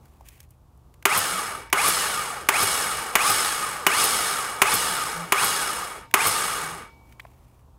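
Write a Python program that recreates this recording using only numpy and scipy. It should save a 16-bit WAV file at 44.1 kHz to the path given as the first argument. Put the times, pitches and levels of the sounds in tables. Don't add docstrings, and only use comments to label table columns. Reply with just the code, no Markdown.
import sys
import numpy as np
from scipy import signal
from scipy.fft import rfft, irfft
from scipy.io import wavfile
from scipy.ndimage import uniform_filter1d

SR = 44100
rng = np.random.default_rng(int(sys.argv[2]) if len(sys.argv) > 2 else 0)


def waveform_to_disk(signal):
    frames = np.transpose(np.atleast_2d(signal))
    scaled = np.clip(frames, -1, 1) * 32767
    samples = np.round(scaled).astype(np.int16)
    wavfile.write(sys.argv[1], SR, samples)


def decibels_to_gain(level_db):
    exponent = np.asarray(level_db, float) / 20
    return 10 ** exponent


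N = 343403
T = np.arange(N) / SR
BINS = np.fft.rfftfreq(8192, 1 / SR)

# t/s, peak/dB
CLUNKS = [
    (1.053, 0.5),
    (1.727, 0.5),
    (2.487, 0),
    (3.153, 1),
    (3.865, 0),
    (4.617, 1.5),
    (5.321, 1),
    (6.139, 1.5),
]
# t/s, peak/dB, thud/dB, mesh just after/Hz, drag/(Hz per s)
RELEASES = [
    (1.175, -16.5, -33, 1006, 1988),
    (1.881, -15, -39.5, 1188, 1851),
    (2.630, -18.5, -32.5, 1177, 1819),
    (3.302, -19, -33.5, 1233, 1883),
    (4.039, -18, -43.5, 1303, 1925),
    (4.738, -17.5, -32.5, 1111, 1739),
    (5.443, -17.5, -41, 1111, 1847),
    (6.268, -16.5, -33, 1091, 1797),
]


def evened(x):
    return x / np.sqrt(np.mean(x ** 2) + 1e-20)


def peaked(x):
    return x / abs(x).max()


def read(points, hz):
    f, value = np.transpose(points)
    return np.interp(np.log(hz + 1), np.log(f + 1), value)


def add(mix, s, sound):
    part = mix[round(s * SR):][:len(sound)]
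    part += sound[:len(part)]


def causal(gain):
    log = np.log(np.maximum(np.r_[gain, gain[-2:0:-1]], 1e-5))
    return np.fft.ifft(np.exp(np.conj(signal.hilbert(log)))).real[:len(gain)]


def coloured(x, points):
    return signal.oaconvolve(x, causal(decibels_to_gain(read(points, BINS))))[:len(x)]


def wander(hz):
    slow = signal.butter(2, hz, fs=SR, output="sos")
    return evened(signal.sosfilt(slow, rng.standard_normal(N)))


def mesh_rate():
    # t/s, f/Hz
    spin_up = [(0, 0), (.022, 300), (.052, 667), (.077, 850), (.104, 1015), (.145, 1250), (.2, 1360)]
    mesh_delay_s, jolt_s = 0.008, 0.017
    full_hz, creep_hz = 1000, 69
    after_s, up_hz = np.transpose(spin_up)
    hz, load, jolt = np.full(N, -1e4), np.zeros(N), np.zeros(N)
    for (on, _), (off, _, _, start_hz, drag) in zip(CLUNKS, RELEASES):
        head_start = np.interp(hz[round(on * SR)], up_hz, after_s)
        rising = np.interp(T - on + head_start, after_s, up_hz)
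        falling = start_hz - drag * (T - off)
        hz = np.where(T < on, hz, np.where(T < off, rising, falling))
        load[(T > on + mesh_delay_s) & (T < off)] = 1
        hz[(T > on) & (T < on + mesh_delay_s)] = hz[round(on * SR) - 1]
        jolt += np.exp(-((T - off) / jolt_s) ** 2)
    speed = np.maximum(hz + creep_hz, 0) / (full_hz + creep_hz)
    return [uniform_filter1d(v, size=400) for v in (np.maximum(hz, 0), load, speed, jolt)]


def motor():
    # order, level/dB
    loaded = [(1, -11.), (2, -13.), (3, -20.), (4, -11.), (5, -15.)]
    # order, level/dB
    coasting = [(1, -19.), (2, -9.5), (3, -11.5), (4, -11.), (5, -11.5)]
    # f/Hz, width/Hz, level/dB
    housing = [(458, 130, -13.5), (841, 178, -5), (1220, 152, 6), (2243, 74, -4), (2890, 100, -7.5),
               (3330, 30, -10.5), (4300, 100, -23.5), (5210, 150, -12.5), (6560, 400, -17.5),
               (6630, 170, -23), (7260, 100, -15.5), (7770, 51, -13.5), (8130, 68, -8.5), (8400, 19, -12),
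               (8900, 72, -11.5), (9646, 150, -8), (10130, 230, -14), (10700, 98, -15), (11500, 270, -17.5)]
    # f/Hz, level/dB
    valleys = [(40, -60), (130, -18.5), (250, -21.5), (600, -24.5), (1500, -1.5), (3000, -15.5),
               (6000, -21.5), (9000, -24), (11500, -25.5), (13000, -25), (14500, -30.5), (16500, -29.5)]
    # f/Hz, level/dB
    whine_levels = [(1500, -60), (1900, -35), (2100, -25), (2550, -25), (2750, -35), (3300, -39),
                    (4000, -41)]
    # order, level/dB
    strands = [(1, -39.), (2, -41.), (4, -45.)]
    # loaded level/dB, its power of speed,
    # coasting level/dB, its power of speed, jolt at release/dB
    loudness = [(-24.5, .05, -27, 0.89, 1.6), (-25.5, 1.73, -26, 1.54, 0.5),
                (-37.5, 0.74, -37.5, 0.81, 6.6)]
    teeth, shaft_depth, knocks_per_s = 11, 0.087, 900
    hz, load, speed, jolt = mesh_rate()
    turns = np.cumsum(hz * (1 + 0.0162 * wander(44.8))) / SR

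    tones = np.zeros(N)
    for (k, load_db), (_, coast_db) in zip(loaded, coasting):
        level = load * decibels_to_gain(load_db) + (1 - load) * decibels_to_gain(coast_db)
        contact = decibels_to_gain(np.minimum(6 * wander(24), 6) - 3)
        tones += level * contact * np.cos(2 * np.pi * (k * turns + rng.random()))

    throb = 1 + shaft_depth * np.cos(2 * np.pi * turns / teeth)
    knocks = (rng.random(N) < knocks_per_s / SR) * rng.choice([-1., 1.], N)
    brushes = rng.standard_normal(N) * decibels_to_gain(3 * np.tanh(.6 * wander(120)))
    grit = .55 * evened(knocks) + brushes
    drive = throb * (0.059 * grit + decibels_to_gain(-28.5) * tones)

    peaks = sum(decibels_to_gain(db) ** 2 / (1 + (2 * (BINS - f) / max(w, f / 70)) ** 2) ** 1.446 for f, w, db in housing)
    body = np.sqrt(peaks + decibels_to_gain(read(valleys, BINS)) ** 2)
    low = 1 / (1 + (BINS / 600) ** 8)
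    high = 1 / (1 + (3500 / (BINS + 1)) ** 8)
    out, speed = np.zeros(N), abs(speed)
    spinning = hz > 300
    for row, share in zip(loudness, (1 - low - high, high, low)):
        load_db, load_power, coast_db, coast_power, jolt_db = row
        part = signal.oaconvolve(drive, causal(body * np.sqrt(abs(share))))[:N]
        level = load * decibels_to_gain(load_db) * speed ** load_power + (1 - load) * decibels_to_gain(coast_db) * speed ** coast_power
        out += level * decibels_to_gain(jolt_db * jolt) * part / part[spinning].std()

    whine_db = read(whine_levels, 3 * hz) + 4.5 * np.tanh(wander(80)) - 1
    whine = load * decibels_to_gain(whine_db) * np.cos(2 * np.pi * 3 * turns)
    for k, db in strands:
        whine += load * speed * decibels_to_gain(db + 6 * np.tanh(wander(50))) * np.cos(2 * np.pi * k * turns)
    return out + np.sqrt(2) * whine


def bell(x):
    # f/Hz, level/dB, t60/s
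    modes = [(911, -38., 1.2), (2272, -39., 1.2)]
    t = np.arange(SR) / SR
    ring = sum(decibels_to_gain(db - 60 * t / t60) * np.sin(2 * np.pi * f * t) for f, db, t60 in modes)
    return signal.oaconvolve(x, ring / 20)[:N]


def clunks():
    # f/Hz, level/dB, t60/s
    strike = [(403, -7.5, 0.21), (1042, -5.5, 0.17), (1320, -2.5, 0.012), (1600, -28, 5.0),
              (2260, -31, 0.073), (2898, -7.5, 0.22), (3240, -50, 0.055), (3545, -24, 0.083),
              (4583, -26.5, 0.094), (6885, -18, 0.049), (7300, -29.5, 0.059), (8400, -39.5, 0.16),
              (11230, -20, 0.039), (11800, -32, 0.027)]
    # f/Hz, level/dB
    crack = [(59, -23.5), (100, -25), (552, -8), (1140, 3), (1680, -2.5), (2210, 2.5), (4030, -14.5),
             (5790, -13.5), (6450, -11.5), (7980, -12), (11200, -8.5), (13300, -17), (14500, -10),
             (15500, -13.5), (16500, -47)]
    t, out = np.arange(9000) / SR, np.zeros(N)
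    contact = np.clip(t / 0.0013, 0, 1) ** 4 * (np.exp(-(t / 0.0067) ** 3) + 0.84 * np.exp(-t / 0.007))
    ring = sum(decibels_to_gain(db - 60 * t / min(t60, .06)) * np.sin(2 * np.pi * f * t) for f, db, t60 in strike)
    habit = rng.standard_normal(len(t))
    for s, db in CLUNKS:
        chatter = rfft(contact * (habit + .5 * rng.standard_normal(len(t))))
        chatter /= np.sqrt(uniform_filter1d(abs(chatter) ** 2, size=50))
        blow = irfft(chatter, len(t)) * (t > .0004)
        ringing = signal.oaconvolve(blow, ring)[:len(t)]
        sound = peaked(coloured(blow, crack)) + 0.21 * peaked(ringing)
        add(out, s, decibels_to_gain(db + 0.5) * peaked(sound))
    return out


def releases():
    # f/Hz, level/dB
    clack = [(2000, -14), (6000, -24), (9000, 3), (13000, 2.5), (15000, -0.5), (16500, -15)]
    t, out = np.arange(5000) / SR, np.zeros(N)
    shape = np.exp(-t / .004) * np.clip(t / 0.0018, 0, 1)
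    shape = shape + .55 * np.roll(shape, round(.0125 * SR))
    thud = np.sin(2 * np.pi * 105 * t) * np.exp(-t / 0.028) * np.clip(t / 0.0022, 0, 1)
    for s, db, thud_db, _, _ in RELEASES:
        snap = peaked(coloured(shape * rng.standard_normal(len(t)), clack))
        add(out, s, decibels_to_gain(db + 7) * snap + decibels_to_gain(thud_db) * thud)
    return out


def ticks():
    # t/s, peak/dB, centre/Hz, width/share of the centre, treble/dB
    taps = [(.055, -46.5, 1500, 1.2, -4), (0.208, -37, 800, 0.47, -22.5), (.262, -46, 2520, 0.86, 1),
            (0.2858, -30, 2490, 1.2, 6), (0.403, -35.5, 2400, 0.86, 5), (0.429, -44, 2400, 0.62, 14),
            (.437, -50, 2400, 1.3, 5), (.489, -56, 9000, 1., 2), (.506, -44.5, 9300, 0.89, 2),
            (.774, -56, 11100, 1., -3), (.940, -44.5, 2170, 1.1, -3), (1.025, -34, 1920, 0.6, -9),
            (1.6994, -34, 2010, .5, -9), (2.433, -37, 1960, 0.99, -10), (6.111, -33.5, 1975, 0.74, -8.5),
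            (7.1232, -42, 1860, 0.75, -13.5), (7.194, -36.5, 1100, 0.65, -25),
            (7.197, -28.5, 1980, 0.38, -25), (7.2015, -35.5, 3200, 0.38, -17),
            (7.250, -33.5, 836, 0.84, -41), (7.2655, -52, 2300, .6, -18), (7.218, -52, 9000, 1., 0),
            (7.592, -64, 9000, 1.4, -0.5)]
    t, out = np.arange(1500) / SR, np.zeros(N)
    for s, db, f, share, treble_db in taps:
        gain = 1 / (1 + ((BINS / f - f / (BINS + 1)) / share) ** 2)
        gain += decibels_to_gain(treble_db - 6) / (1 + (4500 / (BINS + 1)) ** 4)
        puff = rng.standard_normal(len(t)) * np.exp(-(t / .005) ** 2) * np.clip(t / .0008, 0, 1)
        add(out, s, decibels_to_gain(db) * peaked(signal.oaconvolve(puff, causal(gain))[:len(t)]))
    return out


def groans():
    # t/s, length/s, f/Hz, glide/Hz, level/dB
    creaks = [
        (1.3, 0.12, 190, -7.5, -45.5),
        (4.87, 0.085, 189, 0.5, -45.5),
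        (5.136, .15, 167.7, 3.5, -41),
        (6.566, 0.25, 163, 22, -49),
    ]
    out = np.zeros(N)
    for s, length, hz, glide, db in creaks:
        t = np.arange(0, length, 1 / SR)
        shake = 1 + .03 * wander(25)[:len(t)]
        pitch = (hz + glide * (t / length - .5)) * shake
        tone = np.sin(2 * np.pi * np.cumsum(pitch) / SR) * signal.windows.tukey(len(t), .6)
        add(out, s, np.sqrt(2) * decibels_to_gain(db) * tone)
    return out


def strokes():
    # t/s, length/s, level/dB, swell over the stroke/dB
    drags = [
        (0.017, 0.22, -67, -7),
        (0.242, 0.2, -55, -7.5),
        (.485, 0.061, -71, -3),
        (7.038, .092, -72, 9.5),
        (7.202, 0.41, -67.5, -4.5),
    ]
    rise_s, fall_s = 0.022, 0.013
    out = np.zeros(N)
    for s, length, db, swell_db in drags:
        hold = decibels_to_gain(db + swell_db * np.clip((T - s) / length, 0, 1))
        fall = np.exp(-np.maximum(T - s - length, 0) / fall_s)
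        out += hold * np.clip((T - s) / rise_s, 0, 1) * fall
    return out


def rustle():
    grain = rng.standard_normal(N) * decibels_to_gain(2.8 * wander(90))
    rub = coloured(grain, [(800, -24.5), (1700, -5), (2400, -1), (3200, -8.0), (4200, -13),
                           (9000, -10), (16000, -11)])
    return strokes() * evened(rub)


def background():
    # f/Hz, level/dB
    machinery = [(12, -43.5), (22, -20.5), (50, -2), (75, 0), (100, -12.5), (145, -9), (175, -16.5),
                 (290, -54.5)]
    # f/Hz, level/dB
    shop = [(110, -29), (200, -5), (355, -8), (570, -12), (850, -10), (1150, -13), (1500, -23), (2020, -30),
            (2740, -29), (4560, -32), (13700, -33), (16500, -36)]
    # t/s, level/dB
    shop_level = [(0, -59.5), (.5, -65), (1, -62), (6.9, -58.5), (7.3, -60), (7.55, -62), (7.79, -63)]
    rumble = evened(coloured(rng.standard_normal(N), machinery))
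    hum = decibels_to_gain(-61) * np.sqrt(2) * np.sin(2 * np.pi * 120 * T) * (1 + .3 * wander(4))
    hiss = evened(coloured(rng.standard_normal(N), shop))
    hiss *= decibels_to_gain(np.interp(T, *np.transpose(shop_level)))
    return decibels_to_gain(-54 + wander(1.4)) * rumble + hiss + hum


def room(x):
    # f/Hz, t60/s
    decay = [(200, 0.35), (1000, 0.073), (4000, 0.62), (12000, 0.13)]
    hz, t, z = signal.stft(rng.standard_normal(SR // 2), SR, nperseg=256)
    fade = decibels_to_gain(-60 * t / np.maximum(read(decay, hz), .05)[:, None])
    tail = signal.istft(z * fade, SR, nperseg=256)[1]
    return signal.oaconvolve(x, np.r_[np.zeros(300), tail] / np.linalg.norm(tail))[:N]


def scene():
    small = signal.butter(2, 120, "high", fs=SR, output="sos")
    turning = motor()
    near = turning + bell(turning) + signal.sosfilt(small, clunks()) + releases() + groans()
    return (near + decibels_to_gain(-14.5) * room(near) + ticks() + rustle() + background())[None]


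def top_cut(x):
    return signal.sosfilt(signal.butter(12, 17010, fs=SR, output="sos"), x)


def record(dry):
    held = np.tanh(dry * 1.1) / 1.1
    edge = signal.firwin(301, 15780, window=("kaiser", 6), fs=SR)[None]
    mix = signal.oaconvolve(held, edge, "same") + decibels_to_gain(-48.0) * held
    return top_cut(mix)


dry = scene()
out = record(dry)
waveform_to_disk(out)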